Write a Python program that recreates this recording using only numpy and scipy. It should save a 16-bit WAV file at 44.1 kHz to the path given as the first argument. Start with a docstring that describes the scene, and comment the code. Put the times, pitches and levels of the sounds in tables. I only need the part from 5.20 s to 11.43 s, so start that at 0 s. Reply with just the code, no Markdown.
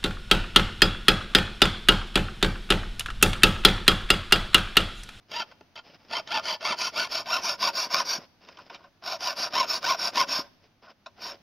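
"""Filing a nail at a plank

Outdoors, a flat hand file rasps to and fro over the tip of a nail held in pincers against a plank. In each
stroke the teeth pluck the nail faster, then slower, and ring pincers, blade and nail. Between the runs of
strokes come small taps, light hissing drags and low knocks of pincers on wood. Short and long echoes and a
faint outdoor murmur lie around the work; the microphone cuts a deep notch into the treble."""
import sys
import numpy as np
from scipy import signal
from scipy.fft import rfft, irfft, next_fast_len
from scipy.io import wavfile
from scipy.ndimage import map_coordinates

SR = 44100
rng = np.random.default_rng(int(sys.argv[2]) if len(sys.argv) > 2 else 0)


def pcm_store(signal):
    """Save signal as 16-bit PCM."""
    levels = np.round(np.clip(np.atleast_2d(signal), -1, 1) * 32767)
    wavfile.write(sys.argv[1], SR, levels.astype(np.int16).T)


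N = 274561

# Strokes of the file, heavy and light mostly in turn: start t/s, length t/s, relative nail level/dB,
# weight (pincers over nail) level/dB, catch of the teeth after the start t/s
STROKES = [(0.08, 0.18, -36, 1.57, 0.032), (0.877, 0.15, -34.5, 1.47, 0.053),
           (1.059, 0.17, -33.5, 4.5, 0.049), (1.21, 0.17, -32, -2.5, 0.031),
           (1.392, 0.18, -31.5, 1.56, 0.051), (1.551, 0.166, -30, -4.5, 0.039),
           (1.712, 0.18, -30.5, -0.0, 0.046), (1.881, 0.16, -30.5, -5.5, 0.038),
           (2.037, 0.19, -29.5, 1.46, 0.064), (2.2, 0.17, -28.5, -5, 0.034), (2.374, 0.15, -26, -1.5, 0.05),
           (2.516, 0.171, -28.5, -6, 0.035), (2.68, 0.17, -26.5, -0.46, 0.026),
           (2.834, 0.16, -28.5, -8.5, 0.053), (3.813, 0.18, -34.5, -0.2, 0.06),
           (3.977, 0.18, -31, -1.73, 0.046), (4.148, 0.15, -29.5, -6.5, 0.018),
           (4.294, 0.18, -28, 3.5, 0.039), (4.453, 0.15, -28, -7.5, 0.038),
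           (4.598, 0.18, -28.5, 3.5, 0.042), (4.757, 0.16, -28.5, -6, 0.032),
           (4.914, 0.15, -26.5, 3.5, 0.042), (5.058, 0.18, -28, -6.5, 0.031),
           (5.986, 0.16, -38, -4.5, 0.03)]
# Resonances of the pincers: nominal f/Hz, width f/Hz, level/dB in the first grip, level/dB once settled
PINCERS = [(563.2, 15, -19, -2), (648, 71, -3, -6.5), (770, 133, -14, -9), (861, 46, -4, -17.5),
           (951, 41.7, -5, -3.5), (1056.6, 57, -8, -1.5), (1234, 49, -9, -7.5), (1392, 56, -4.5, -6),
           (1525, 92, -14.5, -4.5)]


def amp(db):
    """Amplitude factor of a level in dB."""
    return 10 ** (np.asarray(db) / 20)


def rms(x):
    """Effective value of a signal."""
    return np.sqrt(np.mean(x ** 2))


def unit(x):
    """The signal at an effective value of one."""
    return x / np.sqrt(np.mean(x ** 2) + 1e-20)


def along(points, hz):
    """Value at hz on a curve of (Hz, value) points over a log axis."""
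    f, value = np.transpose(points)
    return np.interp(np.log(hz + 1), np.log(f + 1), value)


def wobble(rate, size):
    """A smooth random curve with rate knots a second."""
    return map_coordinates(rng.standard_normal(4096), [np.arange(size) * rate / SR], mode="mirror")


def filtered(x, response):
    """The signal passed through a complex response of frequency."""
    n = x.shape[-1]
    m = next_fast_len(n + 4096)
    spectrum = rfft(x, m) * response(np.fft.rfftfreq(m, 1 / SR))
    return irfft(spectrum, m)[..., :n]


def add(track, s, x):
    """Mix x into the track from s seconds on."""
    start = max(round(s * SR), 0)
    track[..., start:start + x.shape[-1]] += x[..., :N - start]


def yard(floor_db=-65.5):
    """Faint outdoor air, mostly a low murmur of wind and distance: shaped noise that slowly swells."""
    # spectrum of the air: f/Hz, relative level/dB per Hz
    air = [(25, -9), (50, -9.5), (90, -1), (130, -6), (230, -4), (420, -14), (700, -11.5), (1100, -15.5),
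           (4000, -21.5), (5200, -21), (6500, -35.5), (15000, -36)]
    # left-right likeness: f/Hz, correlation (1 = alike)
    likeness = [(30, 0.34), (200, 1), (4000, 0.3), (10000, .5)]

    def mid_and_side(f):
        turn = np.arccos(np.clip(along(likeness, f), -1, 1)) / 2
        return amp(along(air, f)) * [np.cos(turn), np.sin(turn)]

    mid, side = filtered(rng.standard_normal((2, N)), mid_and_side)
    return unit(np.array([mid + side, mid - side])) * amp(floor_db + 2.4 * wobble(3.3, N))


def echo(x, decay):
    """Things around scatter a noise tail, different at each ear, that fades at its own pace per pitch."""
    hz, t, z = signal.stft(rng.standard_normal((2, SR)), SR, nperseg=256)
    fade = amp(-60 * t / along(decay, hz)[:, None])
    tail = signal.istft(z * fade, SR, nperseg=256)[1]
    return signal.fftconvolve(x.mean(0)[None], tail / np.linalg.norm(tail[0]), axes=1)[:, :N]


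def plank(force):
    """The pincers rattle loosely on the wood, which answers dully and without pitch."""
    # answer of the wood: f/Hz, relative level/dB per Hz
    wood = [(40, -34), (90, -20), (160, -2), (240, -1), (400, 1), (700, -7.5), (1500, -72), (3000, -28),
            (6000, -27.5), (15000, -54.5)]
    rattle = force * rng.standard_normal(len(force))
    return unit(filtered(rattle, lambda f: amp(along(wood, f)))) * rms(force)


def bumps(t60=0.049, soft_hz=380, lowest_hz=110):
    """The pincers knock on the plank: a soft contact, so only a low thud."""
    # knocks: t/s, relative level/dB
    knocks = [(0.409, -46), (0.694, -54), (1.503, -35.5), (2.985, -39.5), (5.19, -33.5)]
    force, t = np.zeros(N), np.arange(SR // 8) / SR
    for s, db in knocks:
        add(force, s, amp(db - 60 * t / t60))

    def thud_band(f):
        return (1j * f / (lowest_hz + 1j * f) / (1 + 1j * f / soft_hz)) ** 2

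    return 2 * filtered(plank(force), thud_band)


def settling(s):
    """How far the grip has settled at time s, as a share from 0 to 1."""
    # grip on the pincers: t/s, share of the settled grip
    grip = [(1.2, 0), (2.5, 0.8)]
    return np.interp(s, *np.transpose(grip))


def ring(force, modes, s, vary_db=2, detune=0.0067):
    """The force rings a part, at equal energy; every contact spot weighs and tunes the modes anew."""
    settled = settling(s)
    hz, width, first_db, settled_db = np.transpose(modes)[:, :, None]
    grip_db = first_db + settled * (settled_db - first_db)
    gain = amp(grip_db + vary_db * rng.standard_normal(hz.shape))
    hz = hz * (1 + detune * rng.standard_normal(hz.shape))
    sign = (-1) ** np.arange(len(modes))[:, None]

    def resonances(f):
        each = sign * gain * 1j * f * width / (hz * hz - f * f + 1j * f * width)
        return np.sum(each, axis=0)

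    return unit(filtered(force, resonances)) * rms(force)


def grit(size, clump_db, clump_rate):
    """Tiny steel chips tear off in clumps: noise with a random level."""
    return unit(rng.standard_normal(size) * amp(clump_db * wobble(clump_rate, size)))


def steel(force, s, pincers_db, blade_db, nail_db, sizzle_db=-18, plank_db=-17, spread=0.37):
    """All the parts answer one contact force; only the highest sizzle differs left and right."""
    # resonances of blade, nail and sizzle:
    # nominal f/Hz, width f/Hz, level/dB in the first grip, level/dB once settled
    blade_modes = [(1771, 45, -2.5, -2), (2085, 146, -5, -7), (2341, 190, -5.5, 0), (2578, 71, -1, 1.5),
                   (2751, 68, -1.5, 0.5), (3096, 62, 4, -2), (3448, 176, -5, -2), (3874, 200, -8.5, 2)]
    nail_modes = [(4570, 160, -6, -10), (4828, 175, 1, -7), (4739, 280, 0, -4.5), (5362, 152, -5, 4),
                  (5655, 93, -9, -1.5), (6370, 210, -22.5, -21), (6737, 72, -16, -11.5)]
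    sizzle_modes = [(8560, 52, -9.5, 1), (9510, 110, 8.5, -9), (10020, 84, -0.5, -7), (10800, 94, 0.5, 6),
                    (11800, 70, -0.5, -7.5), (11880, 200, -7.5, 7), (13000, 72, 5.5, -2),
                    (12300, 44, -2.5, 3.5), (13700, 65, 1.5, -25), (14300, 44, -6.5, 2),
                    (14750, 120, -18, -1)]
    body = amp(pincers_db) * ring(force, PINCERS, s)
    body = body + amp(blade_db) * ring(force, blade_modes, s)
    body = body + amp(nail_db) * ring(force, nail_modes, s)
    body = body + amp((pincers_db + blade_db) / 2 + plank_db) * plank(force)
    mid = ring(force, sizzle_modes, s, vary_db=6.0, detune=0.011)
    rough = force * rng.standard_normal(len(force))
    side = spread * ring(rough, sizzle_modes, s, vary_db=6.0, detune=0.012)
    # the sizzle grows as the first strokes cut into fresh steel
    fresh_db = np.interp(s, [0, 1.5], [-8, 0])
    return body + amp(nail_db + sizzle_db + fresh_db) * np.array([mid + side, mid - side])


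def contact(length, attack_s=0.02, release_s=0.028):
    """Envelope of a sliding contact: attack, hold, release."""
    t = np.arange(SR // 2) / SR
    return np.clip(np.minimum(t / attack_s, (length - t) / release_s), 0, 1)


def drag(flutter_db=2.0, under_stroke_db=-20):
    """With almost no pressure the teeth hiss softly over the nail and barely ring the pincers."""
    # slides without pressure: start t/s, length t/s, relative hiss level/dB, pincers ring level/dB
    slides = [(0.245, 0.11, -61.5, -66.5), (0.633, 0.15, -57, -71), (0.78, 0.31, -64, -70),
              (2.967, 0.1, -53.5, -59.5), (3.2, 0.3, -59.5, -67), (3.497, 0.074, -51.5, -55.5),
              (3.558, 0.14, -65, -61), (5.21, 0.082, -57.5, -57), (5.417, 0.07, -64.5, -84),
              (5.614, 0.12, -57, -56), (5.96, 0.22, -58.5, -58.5)]
    # hiss of the light contact: f/Hz, relative level/dB per Hz
    hiss_spectrum = [(60, -14), (200, 2.5), (450, 4.5), (650, 5.5), (1000, -2), (1450, -3), (1900, -1.5),
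                     (2800, -1.5), (4200, -8.5), (5200, 2), (6300, -27), (9000, -41), (15000, -28.5)]
    level, rung = np.zeros(N), np.zeros(N)
    # the same sliding hiss goes with every stroke
    for start, length, nail_db, *_ in STROKES:
        add(level, start, amp(nail_db + under_stroke_db) * contact(length))
    for start, length, hiss_db, pincers_db in slides:
        touch = contact(length)
        add(level, start, amp(hiss_db) * touch)
        force = touch * grit(len(touch), clump_db=3.5, clump_rate=200)
        add(rung, start, amp(pincers_db) * ring(force, PINCERS, start))
    chips = grit(N, clump_db=2.5, clump_rate=600)
    hiss = unit(filtered(chips, lambda f: amp(along(hiss_spectrum, f))))
    return rung + level * amp(flutter_db * wobble(60, N)) * hiss


def taps(tap_db=-6):
    """The file lands on the nail with a short crunch, damped by the fingers."""
    # touches: t/s, relative level/dB, relative brightness level/dB, fall of the force by 60 dB t/s
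    touches = [(0.315, -40, -11, 0.044), (0.410, -35, -12.5, 0.01), (0.556, -36, -5.5, 0.07),
               (0.563, -38, 1, 0.035), (0.576, -34.5, -3.5, 0.048), (0.589, -32.5, -5.5, 0.051),
               (1.074, -39.5, 2.5, .05), (1.408, -34.5, -3, 0.031), (2.059, -35, -4, .06),
               (3.249, -49.5, -2, 0.034), (3.286, -39.5, -8.5, 0.05), (3.371, -41.5, -5, .045),
               (3.388, -36, -21.5, 0.078), (3.499, -32, -12.5, 0.048), (3.546, -38, -2.5, 0.07),
               (3.641, -37.5, -16.5, 0.058), (3.823, -39.5, -19.5, 0.065), (5.861, -32, -10.5, 0.074)]
    out, t = np.zeros((2, N)), np.arange(SR // 8) / SR
    for s, db, bright_db, t60 in touches:
        force = amp(db + tap_db - 60 * t / t60) * grit(len(t), clump_db=3.5, clump_rate=810)
        crunch = steel(force, s, -1, bright_db + 4.5, bright_db - 1.5, sizzle_db=-31.5, plank_db=-19)
        add(out, s - .001, crunch)
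    return out


def teeth(rate, waver, scatter_db):
    """One pluck for each tooth that passes the nail, uneven in spacing and size."""
    size = len(rate)
    passed = np.cumsum(rate * (1 + waver * wobble(300, size))) / SR
    plucks = np.diff(np.floor(passed), prepend=0) * amp(scatter_db * rng.standard_normal(size))
    # evens out the power of dense and sparse plucks
    return unit(filtered(plucks / np.sqrt(rate + 100), lambda f: f > 100))


def bites(t, length, catch_s, count=2, bite_db=2, bite_s=0.0061, catch_db=4, catch_fade_s=0.017):
    """Extra level in dB: teeth catch with a jolt that fades, and dig in at chance moments mid-stroke."""
    when, size = rng.random((2, count, 1))
    bumps_in_time = np.exp(-((t - length * (0.263 + when / 2)) / bite_s) ** 2)
    digs = np.sum(2 * size * bumps_in_time, axis=0)  # each dig peaks at 1 on average
    caught = np.clip((t - catch_s) / bite_s + .5, 0, 1)
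    jolt = catch_db * np.exp(-np.abs(t - catch_s) / catch_fade_s)
    return bite_db * digs + caught * jolt


def strokes(judder_db=1.08, tone=0.56, tone_per_db=0.08, lean_db=2, plateau=0.49, force_db=-1.09, rate_power=.9):
    """The hand speeds up and slows down; speed sets both the tooth rate and the loudness."""
    # pace of the hand: t/s, tooth rate at the fastest moment f/Hz
    pace = [(0.2, 983.6), (0.95, 1019), (1.17, 902), (1.5, 1301), (1.8, 1523), (2.45, 1220), (2.8, 1241),
            (3.9, 848), (4.1, 1067), (5.0, 1102), (6.1, 1002)]
    # share of a stroke before its fastest moment; later when heavy
    crest, crest_per_db = .55, .005
    # force grows as this power of the levelled speed; steeper when heavy
    swell, swell_per_db = 2.34, .11
    # blade over nail; more when heavy, less in the settled grip
    blade_over_db, blade_per_db, grip_damps_db = 1, 0.63, 6
    slow_dull_db = 5.5  # the pincers gain up to this on the nail at low speed
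    out, t = np.zeros((2, N)), np.arange(SR // 3) / SR
    for start, length, nail_db, weight_db, catch_s in STROKES:
        travel = np.interp(t / length, [0, crest + crest_per_db * weight_db, 1], [0, .5, 1])
        speed = np.abs(np.sin(np.pi * travel))
        # the cutting force levels off once the file is moving
        levelled = np.tanh(plateau * speed) / np.tanh(plateau)
        press = levelled ** (swell + swell_per_db * weight_db)
        # a heavy stroke shakes the pincers and bites tooth by tooth; a light one mostly scrapes
        share = np.clip(tone + tone_per_db * weight_db, .05, .9)
        tooth_hz = np.interp(start + length / 2, *np.transpose(pace))
        plucks = teeth(tooth_hz * speed ** rate_power, waver=.05, scatter_db=5.0)
        scrape = grit(len(t), clump_db=0.5, clump_rate=900)
        cut = np.sqrt(share) * plucks + np.sqrt(1 - share) * scrape
        uneven_db = judder_db * wobble(114.5, len(t)) + bites(t, length, catch_s)
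        force = unit(cut * amp(uneven_db) * press) * rms(press) * amp(force_db)
        pincers_db = nail_db + weight_db + slow_dull_db * (1 - speed)
        blade_db = nail_db + blade_over_db + blade_per_db * weight_db - grip_damps_db * settling(start)
        # the contact spot moves along the blade, and the hand leans on the pincers more toward the end
        onward = np.clip(2 * travel - .5, 0, 1)
        near = steel(force, start, pincers_db - lean_db / 2, blade_db, nail_db)
        far = steel(force, start, pincers_db + lean_db / 2, blade_db, nail_db)
        add(out, start, (1 - onward) * near + onward * far)
    return out


def scene(near_db=-21, far_db=-28):
    """The work at the plank, a short answer from the ground, a faint long one from the yard."""
    # decay of the ground's answer, then of the yard's: f/Hz, fall by 60 dB t/s
    ground_decay = [(200, 0.99), (1000, 0.093), (5000, 0.07), (12000, 0.54)]
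    yard_decay = [(200, 0.91), (1000, 0.64), (3000, 0.85), (5000, 0.56), (12000, 0.35)]
    work = strokes() + taps() + drag() + bumps()
    near = amp(near_db) * echo(work, ground_decay)
    far = amp(far_db) * echo(work, yard_decay)
    return work + near + far + yard()


def record(dry):
    """The microphone has a deep notch near 8 kHz; above it the treble comes back up to its band limit."""
    # response of the microphone: f/Hz, level/dB
    microphone = [(5700, 1.5), (6000, 10.5), (6800, -1), (7400, -3), (8100, -30.5), (8700, -3), (15500, 1)]
    top_hz = 15780
    return filtered(dry, lambda f: amp(along(microphone, f)) * (f < top_hz))


dry = scene()
out = record(dry)
pcm_store(out)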